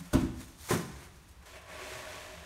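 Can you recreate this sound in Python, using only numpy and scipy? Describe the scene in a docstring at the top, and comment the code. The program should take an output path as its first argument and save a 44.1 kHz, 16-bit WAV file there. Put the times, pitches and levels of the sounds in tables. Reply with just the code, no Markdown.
"""A long straightedge is drawn over damp plaster on a brick wall, a few metres away under a high roof.
Sand catches under the bar, so it rasps, hisses and rings faintly. Before the stroke, a load thumps
down on the scaffold boards and a mortar pan slides and knocks: each blow is ringing modes, a thud,
a clack and a spray of grit. Sand scuffs in between and the scaffold bumps softly as weight shifts.
Knocks and scrapes echo off the walls and the sheet roof, over open air and a low distant drone."""
import sys
import numpy as np
from scipy import signal
from scipy.fft import rfft, irfft
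from scipy.io import wavfile

SR = 44100
rng = np.random.default_rng(int(sys.argv[2]) if len(sys.argv) > 2 else 0)


def unload_wav(signal):
    """Save mono or channel-first audio to the path in sys.argv[1] as 16-bit WAV at rate SR, clipped to [-1, 1]."""
    wavfile.write(
        sys.argv[1],
        SR,
        np.round(np.clip(np.atleast_2d(signal).T, -1, 1) * 32767).astype(np.int16),
    )


N = 108045
T = np.arange(N) / SR

# tone of loose grit, in scuffs and blows (frequency [Hz], relative level [dB])
GRIT_SPECTRUM = [(150, -42), (500, 7.5), (1000, 7), (2000, 6.5), (3200, -0.5), (4800, -4), (6500, -2.5),
                 (9500, -6.5), (10300, -8), (11500, -9), (15500, -18.5)]


def amp(db):
    """Decibels to gain."""
    return 10 ** (np.asarray(db) / 20)


def unit(x):
    """Scales to rms 1."""
    return x / np.sqrt(np.mean(x ** 2) + 1e-20)


def curve_at(points, hz):
    """Reads a curve on a log-frequency axis."""
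    freqs, values = np.transpose(points)
    return np.interp(np.log(hz + 1), np.log(freqs + 1), values)


def colour(x, spectrum):
    """Shapes x with an EQ curve, at rms 1."""
    gain = amp(curve_at(spectrum, np.fft.rfftfreq(N, 1 / SR)))
    return unit(irfft(rfft(x) * gain, N))


def resonate(x, hz, width_hz):
    """Rings one resonance with x, at rms 1."""
    pole = np.exp((2j * np.pi * hz - np.pi * width_hz) / SR)
    return unit(signal.lfilter([1], [1, -pole], x).real)


def grains(per_s, spread_db):
    """Clicks of crushed sand, of random size, at rms 1."""
    size = amp(spread_db * np.minimum(rng.exponential(1, N), 5))
    return unit(size * rng.standard_normal(N) * (rng.random(N) < per_s / SR))


def flicker(rate_hz, depth_db):
    """A gain that wanders at random, by depth_db rms."""
    rolloff = 1 + (np.fft.rfftfreq(N, 1 / SR) / rate_hz) ** 4
    wander = unit(irfft(rfft(rng.standard_normal(N)) / rolloff, N))
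    return amp(depth_db * wander)


def struck(start, rise_s, t60):
    """Envelope of a hit: rounded attack, exponential decay."""
    age = np.maximum(T - start, 0)
    return np.sin(np.pi / 2 * np.minimum(age / rise_s, 1)) ** 2 * amp(-60 * age / t60)


def background():
    """A bed of open air and a far drone, whose narrow noise bands waver."""
    # hum bands (frequency [Hz], width [Hz], level [dB])
    drone_bands = [(62.57, 13.56, -62), (170.85, 16.7, -67)]
    # tone of the air (frequency [Hz], relative level [dB])
    air_spectrum = [(20, -3), (45, 4), (90, 8.5), (170, -10), (300, -5.5), (500, -11.5), (1200, -10),
                    (3000, -17.5), (8000, -24), (11000, -26.5), (15500, -32.5)]
    drone = np.zeros(N)
    for hz, width, db in drone_bands:
        broad_band = resonate(rng.standard_normal(N), hz, 2 * width)
        drone += amp(db) * resonate(broad_band, hz, 2 * width)  # the second pass narrows it
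    air = amp(-57.5) * colour(rng.standard_normal(N), air_spectrum)
    return drone + air * flicker(rate_hz=3.1, depth_db=0.456)


def sand_scuffs():
    """Short slides crush loose sand: a coarse scratch and a fine hiss swell and fade together."""
    # scuffs and shuffles (peak time [s], scratch level [dB], rise [s], fall [s], hiss level [dB])
    slides = [(.0, -55.5, 0.038, 0.0335, -56), (0.053, -57, 0.019, 0.13, -60.5),
              (0.137, -47, 0.0044, 0.0103, -37), (.215, -47, 0.0596, 0.0448, -60.5),
              (.415, -52.5, 0.0416, 0.0406, -52.5), (.486, -61, 0.02, 0.0535, -59.5),
              (.61, -68, 0.034, 0.032, -58), (0.658, -54, 0.05, 0.0344, -49.5),
              (0.711, -41, 0.0245, 0.0454, -37), (.80, -55, 0.024, 0.12, -58),
              (.97, -58.5, 0.06, 0.059, -74.5), (1.046, -55.5, 0.12, 0.0382, -60),
              (1.16, -72.5, 0.033, 0.056, -65.5), (1.227, -74.5, 0.0093, 0.024, -66.5),
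              (1.292, -93, 0.0105, 0.0356, -61.5), (1.426, -57.5, 0.0033, 0.0164, -71.5),
              (1.461, -55.5, 0.0034, 0.0535, -61.5), (1.616, -66.5, 0.0054, 0.013, -63.5)]
    # tone of the fine hiss (frequency [Hz], relative level [dB])
    hiss_spectrum = [(1000, -48.5), (3400, -2), (4900, -3.5), (6300, 0.5), (7600, -4), (9500, 0.5),
                     (10300, -9), (11500, -4), (15500, -12)]
    scratch_power, hiss_power = np.zeros(N), np.zeros(N)
    for peak, scratch_db, rise, fall, hiss_db in slides:
        swell = np.exp(-2 * np.maximum((peak - T) / rise, (T - peak) / fall))
        scratch_power += amp(scratch_db) ** 2 * swell
        hiss_power += amp(hiss_db) ** 2 * swell
    scratch = np.sqrt(scratch_power) * colour(grains(per_s=12000, spread_db=2.06), GRIT_SPECTRUM)
    hiss = np.sqrt(hiss_power) * colour(grains(per_s=14000, spread_db=1.18), hiss_spectrum)
    return (scratch + hiss) * flicker(rate_hz=48, depth_db=0.87)


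def scaffold_bumps():
    """Muffled low swells as weight shifts on the scaffold."""
    # soft bumps (peak time [s], frequency [Hz], level [dB], half length [s])
    bumps = [(.017, 172.2, -38, 0.0131), (0.026, 271.7, -50.5, 0.0265), (0.045, 81, -52.5, 0.028),
             (.07, 173, -46.5, 0.025), (0.621, 73.4, -46.5, 0.0344), (0.966, 67.9, -46.5, 0.043),
             (1.424, 64.1, -51.5, .06), (1.979, 122.6, -56, 0.0606), (2.4, 168.6, -53, 0.043)]
    return sum(amp(db) * np.exp(-((T - peak) / half) ** 2) * np.sin(2 * np.pi * hz * (T - peak))
               for peak, hz, db, half in bumps)


def impacts(blows, modes, thud_spectrum, clack_spectrum, grit_t60, low_rise_s):
    """Each blow rings the modes of a body, with a dull thud, a clack and a spray of grit."""
    hard_hz = 400  # modes above this follow the clack, those below the weight of the blow
    out = np.zeros(N)
    for at, ring_db, thud_db, clack_db, grit_db, contact_s in blows:
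        for hz, db, t60 in modes:
            drive_db, rise = (clack_db, contact_s) if hz > hard_hz else (ring_db, low_rise_s)
            out += amp(drive_db + db) * struck(at, rise, t60) * np.sin(2 * np.pi * hz * (T - at))
        thud = colour(rng.standard_normal(N), thud_spectrum)
        clack = colour(grains(per_s=8000, spread_db=1.26), clack_spectrum)  # a crowd of weak modes
        grit = colour(grains(per_s=14000, spread_db=2.35), GRIT_SPECTRUM)
        out += amp(thud_db) * struck(at, rise_s=0.00426, t60=0.297) * thud
        out += amp(clack_db - 4) * struck(at, contact_s, t60=0.2997) * clack
        out += amp(grit_db) * struck(at, contact_s + 0.00122, grit_t60) * grit
    return out


def board_thumps():
    """A load lands on the scaffold boards in three quick, boomy blows."""
    # hits (time [s], ring drive [dB], thud [dB], clack drive [dB], grit [dB], contact time [s])
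    blows = [(.129, -31, -39.5, -25.5, -43.5, 0.0086), (.144, -22, -26.5, -37.5, -39.5, 0.0053),
             (.225, -26, -31.5, -54.5, -58.5, 0.0046)]
    # ring of the boards (frequency [Hz], gain [dB], t60 [s])
    modes = [(65.9, -12.5, 0.71), (92.2, 0.5, 0.279), (115, -1, 0.167), (181.03, -4.5, 0.394),
             (244.16, -1, 0.393), (255.53, -1, 0.342), (298.54, -12, 0.443), (325.44, -2.5, 0.2414),
             (365, -14, 0.404), (425, -32, 0.184), (492, -12.5, 0.135), (605.2, -1.5, 0.1428),
             (716.8, -17.5, 0.26), (1009, -6.5, 0.086), (1276, -22.5, 0.35), (1489, -9, 0.0946)]
    # tone of the thud and of the clack (frequency [Hz], relative level [dB])
    thud_spectrum = [(22, -54.5), (41, -28), (58, 30), (100, 16.5), (150, -19), (250, -7), (350, -8.5),
                     (450, -27), (900, -46.5)]
    clack_spectrum = [(100, -24), (300, 9.5), (620, -3.5), (820, 1), (1080, 0.5), (1500, -7), (1900, -12),
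                      (3500, -12.5), (9000, -30)]
    return impacts(blows, modes, thud_spectrum, clack_spectrum, grit_t60=0.119, low_rise_s=0.00654)


def pan_knocks():
    """The mortar pan knocks three times, with a sharper attack and a longer tail of grit."""
    # hits (time [s], ring drive [dB], thud [dB], clack drive [dB], grit [dB], contact time [s])
    blows = [(.686, -53, -56.5, -42.5, -39, 0.0088), (.7055, -39.5, -29, -24, -36, 0.00206),
             (.733, -27.5, -32.5, -33.5, -39.5, 0.00255)]
    # ring of the pan (frequency [Hz], gain [dB], t60 [s])
    modes = [(114.6, -6, 0.267), (140.6, -13.5, 0.932), (171.77, -1, 0.506), (219.1, -10, 0.64),
             (294.3, -15, 0.618), (355.3, -7.5, 0.376), (545.8, -13.5, 0.126), (1037, -8, 0.169),
             (1179.4, -10, 0.122), (1899, -14, 0.164)]
    # tone of the thud and of the clack (frequency [Hz], relative level [dB])
    thud_spectrum = [(22, -45), (60, -15), (95, 1), (170, 7), (260, -8.5), (370, -7), (480, -16),
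                     (900, -37.5)]
    clack_spectrum = [(100, -27.5), (350, 7.5), (700, -7.5), (860, -6), (1080, -6.5), (1450, -7),
                      (1900, -13), (3200, -25), (9000, -57.5)]
    return impacts(blows, modes, thud_spectrum, clack_spectrum, grit_t60=0.274, low_rise_s=0.00274)


def straightedge():
    """Sand drags under the bar: a rasp and a ring that grow with pressure, a hiss, a few catches."""
    # the stroke along the wall (time [s], pressure [dB], hiss level [dB])
    stroke = [(1.44, -96, -79), (1.462, -58, -59.5), (1.52, -54.5, -60), (1.572, -47.5, -62),
              (1.605, -56.5, -72.5), (1.655, -58, -68.5), (1.704, -46.5, -60), (1.81, -44.5, -55),
              (1.92, -43, -50), (2.04, -46, -54.5), (2.15, -44.5, -52.5), (2.32, -50.5, -56.5),
              (2.45, -52, -60.5)]
    # ring of the bar (frequency [Hz], width [Hz], gain at full pressure [dB], growth [dB per dB])
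    bar_modes = [(272, 43, -20.5, 1), (373.65, 12, -12, 1.32), (463, 104, -19, 0.76),
                 (617.1, 32.2, -8.5, 0.94), (682, 53, -15.5, 0.62), (1017.5, 24, -20, 0.27),
                 (1125.4, 15.7, -13, 1.13), (1722, 212, -14.5, 0.66), (1910, 200, -20, 3.44),
                 (2550, 260, -18.5, 0.45)]
    # larger grains caught under the bar (time [s], level [dB])
    caught_grains = [(1.555, -50.5), (1.815, -52), (1.935, -46), (2.14, -49)]
    # tone of the rasp and of the sandy hiss (frequency [Hz], relative level [dB])
    rasp_spectrum = [(100, -29.5), (250, -17), (400, -8.5), (540, -0.5), (700, -4), (940, 1.5), (1050, -6),
                     (1180, -2), (1800, 1.5), (2600, -1), (3000, -6.5), (5000, -15), (9000, -14.5),
                     (15500, -30.5)]
    hiss_spectrum = [(1000, -12), (3400, 6), (4800, 1.5), (6500, 1.5), (9500, -4.5), (10300, -8.5),
                     (11500, -4.5), (15500, -18)]
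    times, stroke_db, hiss_db = np.transpose(stroke)
    full_db = stroke_db.max()
    pressure_db = np.interp(T, times, stroke_db, left=-120) - full_db  # 0 at full pressure
    friction = grains(per_s=9000, spread_db=1.02) * flicker(rate_hz=72, depth_db=0.67)
    rasp = amp(pressure_db - 4.5) * colour(friction, rasp_spectrum)
    ring = sum(amp(db + growth * pressure_db) * resonate(grains(per_s=4000, spread_db=3.23), hz, width)
               for hz, width, db, growth in bar_modes)
    hiss_envelope = amp(np.interp(T, times, hiss_db, left=-120))
    hiss = hiss_envelope * colour(grains(per_s=12000, spread_db=1.04), hiss_spectrum)
    catch_envelope = sum(amp(db) * struck(at, rise_s=0.003, t60=0.159) for at, db in caught_grains)
    catches = catch_envelope * colour(grains(per_s=5000, spread_db=0.93), rasp_spectrum)
    return amp(full_db) * (rasp + ring) + hiss + catches


def add_reflections(x):
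    """Nearby hard surfaces comb the treble."""
    # first bounces off the wall and the boards (delay [s], gain [dB])
    bounces = [(.0009, -27.5), (.0023, -22), (.0041, -19), (.0067, -22), (0.0113, -24)]
    treble = signal.sosfilt(signal.butter(2, 1500, "high", fs=SR, output="sos"), x)
    return x + sum(amp(db) * np.interp(T - delay, T, treble, left=0) for delay, db in bounces)


def hall_reverb(x):
    """Diffuse echoes from the walls and the roof: a noise tail, each band dying at its own rate."""
    # reverb decay (frequency [Hz], t60 [s])
    decay_times = [(60, 1), (250, 0.704), (1000, 0.73), (4000, 0.956), (15000, 0.392)]
    fade_in = np.clip((T[:SR] - 0.008) / 0.00836, 0, 1)  # after 8 ms of pre-delay
    hz, age, bands = signal.stft(rng.standard_normal(SR) * fade_in, SR, nperseg=256)
    decay = amp(-60 * age / curve_at(decay_times, hz)[:, None])
    tail = signal.istft(bands * decay, SR, nperseg=256)[1]
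    return signal.fftconvolve(x, tail / np.linalg.norm(tail))[:N]


def scene():
    """Mono mix: knocks and rubbing feed the reverb; bumps and background stay dry."""
    knocks = board_thumps() + pan_knocks()
    rubbing = add_reflections(sand_scuffs() + straightedge())
    echoes = hall_reverb(amp(-11.5) * knocks + amp(-11) * rubbing)
    return (knocks + rubbing + echoes + scaffold_bumps() + background())[None]


def record(dry):
    """A steep low-pass trims the very top of the treble."""
    lowpass = signal.firwin(511, cutoff=15750, window=("kaiser", 9), fs=SR)
    return signal.oaconvolve(dry, lowpass[None], "same")


dry = scene()
out = record(dry)
unload_wav(out)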